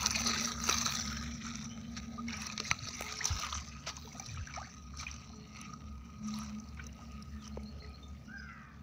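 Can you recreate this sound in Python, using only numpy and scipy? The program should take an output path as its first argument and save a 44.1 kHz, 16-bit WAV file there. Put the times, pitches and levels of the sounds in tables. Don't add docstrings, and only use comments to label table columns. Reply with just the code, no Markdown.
import sys
import numpy as np
from scipy import signal
from scipy.fft import rfft, irfft
from scipy.io import wavfile
from scipy.ndimage import uniform_filter1d

SR = 44100
rng = np.random.default_rng(int(sys.argv[2]) if len(sys.argv) > 2 else 0)


def bounce(signal):
    frames = np.transpose(np.atleast_2d(signal))
    limited = np.clip(frames, -1, 1)
    pcm = np.round(limited * 32767).astype(np.int16)
    wavfile.write(sys.argv[1], SR, pcm)


def convert_level_to_amplitude(level_db):
    exponent = np.asarray(level_db, float) / 20
    return 10 ** exponent


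N = 388962
T = np.arange(N) / SR

# frequency in Hz, density in dB per Hz.
AIR_SPECTRUM = [(22, -32), (45, -14), (64, 1.5), (240, 0), (330, -17.5), (760, -16.5), (1000, -28.5),
                (1650, -29.5), (2350, -25), (3300, -35), (4300, -42), (5000, -29.5), (6100, -39),
                (8300, -46)]
# time in seconds, level in dB.
CALM = [(0, 0), (3, -5.5), (5, -6), (8.1, -5), (8.82, -8.5)]
# start in seconds, level in dB, hold in seconds.
FIRING_SWELLS = [(0.037, -49, 0.33), (0.577, -49, 0.2), (1.09, -46, 0.21), (1.82, -54, 0.64),
                 (3.536, -44, 0.037), (3.73, -56.5, 0.29), (4.57, -49, 0.024), (4.846, -49.5, 0.3),
                 (5.857, -47.5, 0.11), (6.44, -49, 0.044), (6.694, -49.5, 0.2), (7.114, -46.5, 0.037),
                 (7.338, -45, 0.018), (7.553, -46.5, .05), (7.737, -49, 0.18), (8.1, -47, 0.042),
                 (8.417, -50, 0.021)]
# start in seconds, level in dB, hold in seconds.
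THIRD_SWELLS = [(.05, -52, 2.6), (5.35, -56.5, 0.56), (6.26, -44.5, 0.34), (7.1, -52.5, 0.59),
                (8.3, -58.5, 0.46)]
# start in seconds, level in dB, hold in seconds.
SIXTH_SWELLS = [(.3, -64.5, .3), (2.12, -66, 0.2), (3.05, -60, .3), (5.35, -70, 0.11), (7.78, -62.5, 0.13)]
# time in seconds, level in dB.
MACHINE = [(0, -46), (2.3, -48), (2.8, -65.5), (6.2, -65), (6.45, -59), (8, -67), (8.5, -76)]
# start in seconds, length in seconds, first Hz, last Hz, peak in dB.
CHIRPS = [(1.686, 0.065, 2940, 3120, -53), (1.8, 0.097, 2970, 3130, -60.5), (4.764, 0.043, 3910, 4000, -61),
          (7.3, 0.11, 1860, 1750, -59), (7.386, 0.068, 3940, 2800, -59), (7.434, 0.033, 2830, 3140, -52),
          (8.026, 0.022, 3660, 3560, -53.5), (8.248, 0.057, 2870, 2820, -60),
          (8.373, 0.045, 5000, 4990, -52.5), (8.418, 0.022, 6400, 5030, -58),
          (6.846, .045, 3880, 4050, -59), (7.303, 0.064, 4480, 4400, -69), (7.704, 0.12, 2940, 2950, -65),
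          (7.859, .09, 2370, 2480, -61), (8.772, .03, 3650, 3530, -68)]
# start in seconds, length in seconds, peak in dB.
TWEETS = [(5.244, 0.25, -61.5), (7.513, 0.042, -59), (7.65, 0.052, -49.5), (7.797, 0.034, -52),
          (7.825, 0.073, -57), (7.932, 0.049, -52.5)]
# time in seconds, pitch in Hz, level in dB.
CRY = [
    (8.26, 680, -92),
    (8.285, 714, -57.5),
    (8.345, 816, -53.5),
    (8.41, 739, -54.5),
    (8.5, 673, -55),
    (8.6, 622, -56.5),
    (8.72, 584, -63),
    (8.79, 537, -77),
]
# level in dB of multiples 1, 1.5 .. 4.
CRY_SHUT_DB = [-16, -39, 7, -43, -20, -53, -34]
# level in dB of multiples 1, 1.5 .. 4.
CRY_OPEN_DB = [-31, -20, -4, -7.5, -5, -20, -13.5]
# start in seconds, length in seconds,
# pitch in Hz, peak in dB.
THUMPS = [(2.714, 0.014, 128, -34), (2.822, 0.04, 112, -39), (3.304, 0.04, 84, -28), (3.532, 0.12, 80, -48),
          (4.271, 0.15, 98, -42), (4.33, 0.058, 126, -45.5), (4.383, 0.062, 87, -36),
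          (3.348, 0.04, 65.5, -38.5), (5.006, 0.11, 73, -50), (0.693, 0.003, 450, -26.5),
          (3.01, 0.0023, 620, -29), (7.572, 0.0059, 840, -40), (7.573, 0.0061, 480, -33)]
# start in seconds, level in dB, hold in seconds.
WHIFFS = [(0, -66, 0.18), (.68, -60, 0.27), (1.05, -77, 0.14), (2.7, -79, 0.037), (3.02, -82, 0.05),
          (3.248, -75, 0.14), (3.998, -74, 0.14), (5.0, -82, .05), (6.35, -85, .08)]
# time in
# seconds, peak in dB.
SNAPS = [(4.182, -55), (4.263, -47), (4.972, -49), (5.012, -47), (5.565, -58), (5.6133, -44), (6.274, -50),
         (6.3883, -38), (6.434, -49), (6.747, -59), (7.2242, -54), (7.48, -56), (7.633, -56),
         (0.0303, -35), (0.1156, -33), (0.16, -36), (0.2119, -40), (0.2468, -40), (0.2742, -28.5),
               (0.478, -43), (0.5347, -60), (0.632, -53), (0.6709, -49), (0.8106, -55), (0.8609, -50.5),
               (0.9635, -48), (1.0625, -47), (1.237, -50), (1.6416, -56), (1.9165, -63), (2.37, -47),
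               (2.4194, -41), (2.467, -41), (2.648, -50), (2.9684, -48), (3.1717, -46), (3.2574, -37),
               (3.274, -42), (3.3986, -47), (3.4516, -45), (3.466, -44), (4.2926, -58), (4.3415, -51),
               (5.0789, -62), (6.3689, -49), (7.896, -60)]
# frequency in Hz, density in dB per Hz.
WATER_SPECTRUM = [(250, -20), (650, -19), (1000, -9.5), (1550, -10.5), (2250, -13), (3250, -8.5),
                  (4300, -4.5), (5100, -3), (6150, 0.5), (6700, -10), (7400, -13.5), (8400, -23.5),
                  (10500, -18), (13300, -20.5)]
# time in seconds, lowest notch in Hz, strength 0 to 1.
BANK = [(0, 1115, 0.5), (.55, 962, 0.55), (.7, 1040, 0.37), (1.1, 924, 0.72), (2.2, 1005, 0.5),
        (2.35, 1040, 0.4), (2.95, 1035, 0.58), (3.3, 960, 0.03), (4.3, 970, 0.34), (8.82, 880, 0.08)]
# time in seconds, notch spacing in Hz, strength 0 to 1.
SURFACE = [(0, 1690, 0.2), (3.3, 1600, 0.28), (3.8, 1740, 0.14), (5.5, 1690, 0.7), (8.82, 1710, 0.18)]
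# time of full strength in seconds, spray in dB, hold in seconds,
# settling in dB per second, slosh minus spray in dB.
BOUTS = [(0, -36, 0.25, 12.5, -1), (0.68, -36.5, 0.23, 50, -4), (1.444, -52, 0.13, 66, 2),
         (2.298, -48.5, 0.084, 55, 4.5), (2.404, -48, 0.096, 58, -3.5), (2.654, -44.5, 0.035, 51, -3.5),
         (2.867, -46.5, 0.31, 62, 1.3), (3.25, -43.5, 0.18, 41.5, 0), (3.882, -53.5, 0.43, 30, -2),
         (4.516, -56, 0.12, 74, 0), (4.966, -55.5, 0.15, 30, -0.5), (5.56, -55, 0.053, 67, 2.5),
         (6.266, -51, 0.15, 74, -1.5), (6.98, -65.5, 0.033, 76, 7.5), (7.435, -59.5, 0.019, 91, 3)]
# time in seconds, slosh in dB, mist in dB.
ROLLS = [(0.687, -33.5, -44), (2.42, -54, -58), (3.035, -47, -51.5), (3.88, -48, -67), (4.57, -47, -74),
         (5.03, -52, -81), (5.62, -49.5, -77), (6.39, -53, -60)]
# start in seconds, change in dB, length in seconds.
LULLS = [(0.085, -7, 0.02), (0.119, -4.5, 0.029), (.222, -4.5, 0.013), (0.531, -5, 0.061),
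         (0.83, -4.5, 0.022), (2.539, -4, 0.03), (2.737, -1.5, 0.058), (3.62, -1.5, 0.2), (1.33, -3, .08),
         (1.672, -4, 0.24), (2.03, -2, 0.28), (4.004, -2.5, 0.094)]
# time in seconds, peak in dB, slosh part in dB,
# mist part in dB, length in seconds.
SLAPS = [(0.0606, -11.5, -11, -26, 0.00036), (0.067, -21, -36, -14, 0.001), (1.965, -42, 1.5, -39, 0.0057),
         (2.577, -29, -4, -36, 0.00067), (2.602, -23.5, 1, -29, 0.0001),
         (2.713, -16.5, 4.5, -16.5, 0.00033), (3.008, -34, 3, 2, 0.0004), (3.022, -33, 8, -3, 0.00051),
         (3.397, -32, -8, -7, 0.00027), (3.537, -45, -5, -32, 0.00028), (3.552, -37, 6.5, -32, 0.00017),
         (0.107, -26, -30, -25, 0.00044), (3.25, -29, -31, -12, 0.0025), (3.269, -35.5, -23, -16, 0.0068),
         (3.863, -38, -4, -46, 0.0091), (3.889, -39.5, 3, -33, 0.0026), (4.98, -42.5, -15, -22, 0.013),
         (5.027, -52, 9, -27, 0.0036), (6.764, -76.5, 25, -30, 0.016)]
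# time in seconds, peak in dB, slosh part in dB, centre in Hz.
TICKS = [(0.0613, -34, -13, 5670), (0.106, -20.5, -35, 5660), (0.158, -21, -14, 6100),
         (0.2682, -22.5, 4, 5730), (0.456, -19, -31, 5760), (0.6384, -22, 1, 6130),
         (0.6952, -13.5, 5.5, 5800), (0.726, -15.5, -25, 3760), (0.783, -21, -29, 5400),
         (0.818, -23, -4, 6200), (0.8604, -20, -4, 6760), (0.905, -26, -10, 3900), (0.951, -24, -12, 3920),
         (1.076, -23, -23, 4300), (1.554, -28.5, 0, 6040), (1.9663, -32, -8, 4470), (2.33, -27.5, -3, 4140),
         (2.467, -23, -11, 5070), (2.577, -35, 1, 3950), (2.599, -24, 6, 4120), (3.243, -19, -33, 5900),
         (3.3982, -33.5, 2, 6200), (3.447, -35, -21, 5560), (3.526, -19.5, -22, 3300),
         (3.551, -33, -1, 3580)]
# time in seconds, peak in dB, centre in Hz.
FLYING_DROPS = [(3.967, -29, 6200), (4.1283, -39, 6000), (4.197, -25, 6000), (4.262, -32.5, 5250),
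                (4.4708, -33.5, 5700), (4.538, -36, 5240), (4.5613, -30, 5730), (4.972, -32, 5600),
                (5.1132, -30, 5550), (5.141, -36, 5940), (5.614, -32, 5940), (5.735, -39, 5400),
                (6.3219, -54, 4090), (6.3393, -29, 4050), (6.5996, -36.5, 5940), (6.84, -37.5, 5950),
                (6.867, -32, 6000), (7.224, -36, 5000), (7.442, -37, 4830), (7.4764, -34.5, 5700),
                (0.0286, -24, 6190), (0.0555, -25, 5080), (0.1885, -30, 6040), (0.2044, -33, 5990),
          (0.2438, -37, 5960), (0.3072, -24, 4380), (0.447, -23.5, 5650), (0.6709, -30, 6250),
          (0.7404, -36, 5740), (0.964, -25, 3770), (1.01, -27, 4400), (1.0576, -40, 3960),
          (1.126, -30, 4240), (1.237, -40, 6340), (1.314, -36.5, 5770), (1.4654, -29, 6000),
          (1.642, -34.5, 5900), (1.9814, -42, 5660), (2.282, -32, 5530), (2.367, -34, 5450),
          (2.419, -30, 4420), (2.5217, -32, 4540), (2.6713, -39, 6090), (2.705, -25, 3740),
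          (2.7898, -31, 4180), (2.8716, -32, 5300), (2.886, -21.5, 5030), (2.929, -37, 4160),
          (3.1078, -36, 6080), (3.1234, -24.5, 4850), (3.1874, -26.5, 5030), (3.255, -17.5, 5950),
          (3.467, -32, 5530), (3.685, -35.5, 5640), (4.9995, -48, 6030), (5.0795, -41, 5710),
          (6.687, -42, 5000), (6.9282, -43, 6030), (7.1177, -45, 5900), (7.201, -54, 5930),
          (7.423, -45, 4030), (7.4544, -43, 5400), (7.634, -47, 4360)]
# time in seconds, peak in dB, pitch in Hz.
PLOPS = [(0.361, -29.5, 1550), (0.69, -19, 1275), (0.863, -21.5, 1260), (0.965, -36, 1900),
         (1.117, -33, 1390), (2.284, -31, 2160), (2.339, -32.5, 2290), (2.598, -34.5, 413),
         (2.651, -33, 2060), (2.714, -23, 1253), (3.527, -28.5, 1223), (4.049, -43.5, 428),
         (4.198, -37, 770), (4.373, -35.5, 1245), (4.472, -34, 1590), (4.563, -32, 1260),
         (5.067, -27.5, 2430), (5.62, -58, 1140), (6.794, -34.5, 1475), (7.823, -46, 2050),
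         (7.845, -44, 1980),
         (3.75, -44, 2460), (3.975, -39, 1010), (4.119, -44, 2150), (4.15, -40.5, 700),
           (4.196, -40, 2300), (4.23, -49, 2420), (4.262, -50, 1220), (4.291, -42, 2390),
           (4.346, -44, 1580), (4.361, -43, 2280), (4.39, -45, 2550), (4.497, -40, 1450),
           (4.539, -36.5, 2260), (4.998, -36.5, 2320), (5.301, -49, 730), (6.337, -48, 2140),
           (6.418, -36, 1250), (6.773, -45, 2180), (6.797, -38.5, 2250), (7.595, -49.5, 2200),
           (4.41, -43, 1570), (4.51, -46, 2580), (4.615, -37, 740), (4.627, -37, 1530), (4.645, -42, 1760),
           (4.655, -44, 2140), (4.67, -47, 745), (4.691, -50, 1740), (3.87, -34, 626), (4.074, -41, 920),
           (4.22, -47, 780), (0.022, -31, 956), (.152, -33, 2180), (.17, -36, 670), (.3067, -35, 2370),
           (.424, -46, 824), (.7118, -33, 2320), (0.8126, -30.5, 2390), (.879, -41, 670),
           (2.4184, -36, 2510), (2.475, -40, 2520), (2.4988, -33.5, 2450), (3.1657, -40, 2210),
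           (6.99, -45.5, 814)]
# start in seconds, length in seconds, first Hz, last Hz, peak in dB.
GULPS = [
    (2.179, .026, 1170, 1290, -38),
    (3.206, .013, 1600, 2300, -32),
    (4.572, .024, 600, 960, -39),
    (4.595, .03, 1050, 1350, -45),
]


def columns(table):
    s, *rest = np.transpose(table)
    return [np.interp(T, s, c) for c in rest]


def unit(x):
    return x / np.sqrt(np.mean(x ** 2))


def walk(rate_hz):
    k = int(SR / rate_hz)
    steps = np.repeat(rng.standard_normal(N // k + 1), k)
    return unit(uniform_filter1d(uniform_filter1d(steps, k), k)[:N])


def add(out, s, piece):
    i = int(s * SR)
    out[i:i + len(piece)] += piece[:N - i]


def humps(at, db, hold_s, rise_db_s, fall_db_s, floor_db):
    t = T[::32]
    power = convert_level_to_amplitude(floor_db) ** 2
    for s, top_db, stay_s, fall in np.broadcast(at, db, hold_s, fall_db_s):
        before = rise_db_s * np.maximum(s - t, 0)
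        after = fall * np.maximum(t - s - stay_s, 0)
        power = power + convert_level_to_amplitude(top_db - before - after) ** 2
    return np.interp(T, t, 10 * np.log10(power))


def swell(length_s, hz, to_hz, skew):
    u = np.arange(int(length_s * SR)) / (length_s * SR)
    cycles = length_s * (hz * u + (to_hz - hz) * u ** 2 / 2)
    return np.sin(np.pi * u ** skew) ** 0.55 * np.sin(2 * np.pi * cycles)


def bursts(times, db, lengths_s):
    out = np.zeros(N)
    for at, gain, length_s in zip(times, convert_level_to_amplitude(db), np.maximum(lengths_s, 0.0002)):
        u = np.arange(int(7 * length_s * SR)) / (length_s * SR)
        add(out, at, gain * u ** 1.5 * np.exp(1 - u))
    return out


def slices(lo_hz, hi_hz, count):
    whole = rfft(rng.standard_normal(N))
    hz = np.arange(N // 2 + 1) * SR / N
    place = count * np.log(hz / lo_hz + 1e-9) / np.log(hi_hz / lo_hz)
    place = np.clip(place, 0.5, count - 0.5)
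    return [irfft(whole * np.clip(1 - abs(place - k - 0.5), 0, 1), N) for k in range(count)]


def hiss(lo_hz, hi_hz):
    band = signal.butter(2, (lo_hz, hi_hz), "bandpass", fs=SR, output="sos")
    return unit(signal.sosfilt(band, rng.standard_normal(N)))


def colour(x, spectrum, lo_hz, hi_hz, port_db, mesh_db=20.4):
    hz = np.arange(1, 4098) * SR / 8194
    at_hz, level_db = np.transpose(spectrum)
    db = np.interp(np.log(hz), np.log(at_hz), level_db)
    for peak_hz, width_hz, lift_db in ((1258, 95, port_db), (15100, 1000, mesh_db)):
        db = db + lift_db / (1 + (2 * (hz - peak_hz) / width_hz) ** 2)
    gain = convert_level_to_amplitude(db) / np.sqrt((1 + (lo_hz / hz) ** 12) * (1 + (hz / hi_hz) ** 12))
    cep = irfft(np.log(gain + 1e-7))
    cep[1:4096] *= 2
    cep[4097:] = 0
    h = irfft(np.exp(rfft(cep)))[:4096]
    return signal.oaconvolve(x, h / np.sqrt(np.sum(h ** 2)))[:N]


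def comb(x, notch_hz, strength):
    dull = signal.sosfiltfilt(signal.butter(2, 6500, fs=SR, output="sos"), x)
    echo = np.interp(T - 0.5 / notch_hz, T, dull)
    return (x + strength * echo) / np.sqrt(1 + strength ** 2)


def patchy(x):
    patch_db, patch_hz, patch_s, top_hz = 2.9, 200, 0.09, 7000
    hz, _, z = signal.stft(x, SR, nperseg=512)
    wide, long = int(patch_hz * 512 / SR), int(patch_s * SR / 256)
    field = rng.standard_normal(z.shape)
    for _ in range(2):
        field = uniform_filter1d(uniform_filter1d(field, wide, axis=0), long, axis=1)
    gain = convert_level_to_amplitude(patch_db * unit(field) * (hz < top_hz)[:, None])
    return signal.istft(z * unit(gain), nperseg=512)[1][:N]


def air():
    swelling_db = walk(2.8)
    low = sum(noise * convert_level_to_amplitude(2.0 * walk(9)) for noise in slices(40, 320, count=4))
    high = sum(noise * convert_level_to_amplitude(swelling_db + 1.6 * walk(3.9)) for noise in slices(260, 8100, count=6))
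    rumble = colour(low, AIR_SPECTRUM, 4.9, 357, port_db=-5)
    lapping = colour(patchy(high), AIR_SPECTRUM, 317, 13000, port_db=26.0, mesh_db=21.0)
    lapping = comb(lapping, notch_hz=1080, strength=0.035)
    return convert_level_to_amplitude(-47.5) * (rumble + convert_level_to_amplitude(-11.0) * lapping) * convert_level_to_amplitude(columns(CALM)[0])


def wavering(hz, db, rate_hz, depth):
    turn = 2 * np.pi * hz * T
    tone = (1 + depth * walk(rate_hz)) * np.sin(turn) + depth * walk(rate_hz) * np.cos(turn)
    return convert_level_to_amplitude(db) * tone * np.sqrt(2 / (1 + 2 * depth ** 2))


def breeze(swells, lull_db):
    return humps(*np.transpose(swells), rise_db_s=157, fall_db_s=157, floor_db=lull_db)


def pump():
    firing_hz, machine_hz = 71.13, 232.5
    phase = 2 * np.pi * firing_hz * T + 1.22 * walk(8)
    out = np.sqrt(2) * convert_level_to_amplitude(breeze(FIRING_SWELLS, -59.5)) * np.sin(phase)
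    out += wavering(2 * firing_hz, -61, 9, 3.3)
    out += wavering(3 * firing_hz, breeze(THIRD_SWELLS, -86), 18, 0.66)
    out += wavering(6 * firing_hz, breeze(SIXTH_SWELLS, -76.5), 25, 1.75)
    return out + wavering(machine_hz, columns(MACHINE)[0], 16, 0.87)


def chirps():
    out, burr = np.zeros(N), walk(500)
    notes = [(*row, 0.42) for row in CHIRPS]
    notes += [(s, length_s, 4100, 4390, db, 0.45) for s, length_s, db in TWEETS]
    for at, length_s, hz, to_hz, db, rough in notes:
        note = swell(length_s, hz, to_hz, 1.0)
        flutter = burr[int(at * SR):][:len(note)]
        add(out, at, convert_level_to_amplitude(db) * note * (1 - rough + rough * flutter))
    return out


def cry():
    beak_opens_s, beak_takes_s = 8.39, 0.11
    hz, db = columns(CRY)
    beak = np.clip((T - beak_opens_s) / beak_takes_s, 0, 1)
    jitter = (0.0029 + 0.0052 * beak) * walk(70)
    turn = 2 * np.pi * np.cumsum(hz * (1 + jitter)) / SR
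    beat = 2 * np.pi * np.cumsum(101 * (1 + 0.0367 * walk(18))) / SR
    flutter = 1 + (0.31 + 0.38 * beak) * np.sin(beat)
    out = np.zeros(N)
    for k, (shut_db, open_db) in enumerate(zip(CRY_SHUT_DB, CRY_OPEN_DB)):
        part_db = db + shut_db + beak * (open_db - shut_db) + 2.7 * beak * walk(45)
        out += (db > -74) * convert_level_to_amplitude(part_db) * flutter * np.sin((k / 2 + 1) * turn)
    return out


def birds():
    small, large = chirps(), cry()
    t = np.arange(SR // 4) / SR
    tail = rng.standard_normal(SR // 4) * np.exp(-t / 0.08)
    return small + large + convert_level_to_amplitude(-32) * signal.oaconvolve(large + small / 2, tail)[:N]


def thumps():
    out = np.zeros(N)
    for at, length_s, hz, db in THUMPS:
        add(out, at, convert_level_to_amplitude(db) * swell(length_s, 1.293 * hz, 0.577 * hz, 0.58))
    return out


def whiffs():
    level_db = humps(*np.transpose(WHIFFS), rise_db_s=186, fall_db_s=93, floor_db=-100)
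    return hiss(14000, 15700) * convert_level_to_amplitude(level_db + 4.8 * walk(40))


def snaps():
    snap_s = 0.00064
    at, db = np.transpose(SNAPS)
    return hiss(9100, 11130) * bursts(at - snap_s, db - 7.5, snap_s + 0 * at)


def bubble(hz, t60_s, glide):
    t = np.arange(int(t60_s * SR)) / SR
    envelope = (1 - np.exp(-t * hz / 1.64)) * 1000. ** (-t / t60_s)
    return envelope * np.sin(2 * np.pi * hz * (t + glide * t ** 2 / t60_s))


def bubbles():
    out = np.zeros(N)
    for at, db, hz in PLOPS:
        add(out, at, convert_level_to_amplitude(db + 1.5) * bubble(hz, 0.022 + 8.5 / hz, 0.049))
        for late, ratio in rng.random((3, 2)):
            torn = bubble(hz * (0.744 + 0.612 * ratio), 0.015 + 6.2 / hz, 0.14)
            add(out, at + 0.025 * late, convert_level_to_amplitude(db - 9.5) * torn)
    for at, length_s, hz, to_hz, db in GULPS:
        add(out, at, convert_level_to_amplitude(db) * swell(length_s, hz, to_hz, 0.86))
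    t = np.arange(SR // 5) / SR
    hollow = rng.standard_normal(SR // 5) * np.exp(-t / 0.019)
    return out + convert_level_to_amplitude(-35.5) * signal.oaconvolve(out, hollow)[:N]


def froth(db, lo_hz, hi_hz, count):
    out = np.zeros(N)
    for at, place, size, ring in rng.random((count, 4)):
        hz = lo_hz * (hi_hz / lo_hz) ** place
        i = int(at * N)
        piece = bubble(hz, 0.013 + (5.8 + 70 * ring) / hz, 0.1)
        add(out, i / SR, convert_level_to_amplitude(db[i] + 7.2 * size ** 3) * piece)
    return out


def fade(x, decay_s):
    return signal.lfilter([1], [1, -np.exp(-1 / (decay_s * SR))], x)


def spatter(rate_hz, spread_db, decay_s):
    at, size = rng.random((int(N / SR * rate_hz), 2)).T
    hits = np.zeros(N)
    hits[(at * N).astype(int)] = convert_level_to_amplitude(spread_db * np.minimum(-np.log(size), 3))
    power = fade(fade(hits, decay_s), decay_s) ** 2
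    return power / power.mean()


def rolling(bed_db, roll_db, floor_db):
    rolls_db = humps(np.transpose(ROLLS)[0], roll_db, 0, 263, 221, floor_db)
    return 10 * np.log10(convert_level_to_amplitude(2 * bed_db) + convert_level_to_amplitude(2 * rolls_db))


def stirring():
    rise_db_s, slosh_floor_db, mist_floor_db = 269, -64.5, -80.5
    at, db, hold_s, fall_db_s, deep_db = np.transpose(BOUTS)
    spray_db = humps(at, db, hold_s, rise_db_s, fall_db_s, -66.5)
    slosh_db = humps(at, db + deep_db, hold_s, rise_db_s, fall_db_s, slosh_floor_db - 1)
    mist_db = -51 + 1.56 * (spray_db - BOUTS[0][1])
    _, roll_slosh_db, roll_mist_db = np.transpose(ROLLS)
    slosh_db = rolling(slosh_db, roll_slosh_db, slosh_floor_db) - spray_db
    mist_db = rolling(mist_db, roll_mist_db, mist_floor_db) - spray_db
    resting_db = 3 * np.maximum(T - 6.93, 0)
    return spray_db - resting_db, slosh_db, mist_db


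def lulls():
    edge_s = 0.0067
    return sum(db * np.clip(np.minimum(T - s, s + length_s - T) / edge_s + 1, 0, 1)
               for s, db, length_s in LULLS)


def torn_water(part, lo_hz, hi_hz, bed_db, drops, drop_db, slap_db, shared):
    drop_s, slap_s, length_s = drops[0], np.transpose(SLAPS)[0], np.transpose(SLAPS)[4]
    drive, wash = np.zeros((2, N))
    drive[(slap_s * SR).astype(int)] = 8.0 * convert_level_to_amplitude(slap_db) * np.exp(-length_s / 0.00047)
    tears = bursts(slap_s, slap_db, length_s)
    for k, noise in enumerate(slices(lo_hz, hi_hz, count=2 if part == "mist" else 4)):
        patter = np.sqrt(0.25 + 0.4 * shared + 0.45 * spatter(50, 4.34, 0.0045))
        bed = patter * convert_level_to_amplitude(1.7 * walk(22))
        if part == "slosh" and k < 2:
            bed = bed * convert_level_to_amplitude(0.53 * np.minimum(bed_db + 36.5, 0))
        if part == "spray":
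            octaves_off = np.log2(lo_hz * (hi_hz / lo_hz) ** (k / 4 + 1 / 8) / drops[3])
        else:
            octaves_off = 0.36 * rng.standard_normal(len(drop_s))
        ticks = bursts(drop_s, drop_db - 41.0 * abs(octaves_off), np.full(len(drop_s), 0.0011))
        drive += noise * (ticks + tears)
        wash += noise * bed * convert_level_to_amplitude(bed_db - 2.5)
    return drive, wash


def water():
    spray_db, slosh_db, mist_db = stirring()
    spray_db = spray_db + lulls()
    shared = spatter(160, 0.47, 0.00039)
    drops = np.transpose(TICKS + [(s, db - 0.5, -9.5, hz) for s, db, hz in FLYING_DROPS])
    drop_s, peak_db, drop_slosh_db, drop_hz = drops
    _, slap_peak_db, slap_slosh_db, slap_mist_db, _ = np.transpose(SLAPS)
    drop_mist_db = np.interp(drop_s, T, mist_db) - 0.5
    out = np.zeros(N)
    for part, lo_hz, hi_hz, part_db, drop_part_db, slap_part_db in [
            ("slosh", 296.3, 2950, slosh_db, drop_slosh_db, slap_slosh_db),
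            ("spray", 3150, 7330, 0.012, 0, 0),
            ("mist", 7250, 12200, mist_db, drop_mist_db, slap_mist_db)]:
        bed_db = spray_db + part_db
        drive, wash = torn_water(part, lo_hz, hi_hz, bed_db, drops, peak_db + drop_part_db - 8.0,
                                 slap_peak_db + slap_part_db - 5.5, shared)
        if part != "mist":
            froth_db = bed_db + 0.5 * np.minimum(spray_db + 50, 0) - 9.5
            drive += froth(froth_db, 1.8 * lo_hz, hi_hz, count=1000)
            wash = patchy(wash)
        out += colour(drive + wash, WATER_SPECTRUM, lo_hz, hi_hz, port_db=12.5)
    for at, db, hz in zip(drop_s, peak_db, drop_hz):
        add(out, at, convert_level_to_amplitude(db - 0.5) * bubble(hz, 0.0075, 0.086))
    spacing_hz, strength = columns(SURFACE)
    return comb(comb(out, *columns(BANK)), spacing_hz / 2, -strength)


def scene():
    mono = air() + pump() + birds() + thumps() + whiffs() + snaps() + bubbles() + water()
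    return np.array([mono, mono])


def low_pass(x):
    return signal.sosfilt(signal.butter(12, 16920, fs=SR, output="sos"), x)


def record(dry):
    wander = convert_level_to_amplitude(-32.0) * walk(60) + convert_level_to_amplitude(-34.0) * walk(400) + convert_level_to_amplitude(-41.0) * rng.standard_normal(N)
    side = dry[0] * wander
    top = signal.ellip(10, 0.5, 50, 15750, fs=SR, output="sos")
    mix = signal.sosfilt(top, dry + np.array([side, -side]))
    return low_pass(mix)


dry = scene()
out = record(dry)
bounce(out)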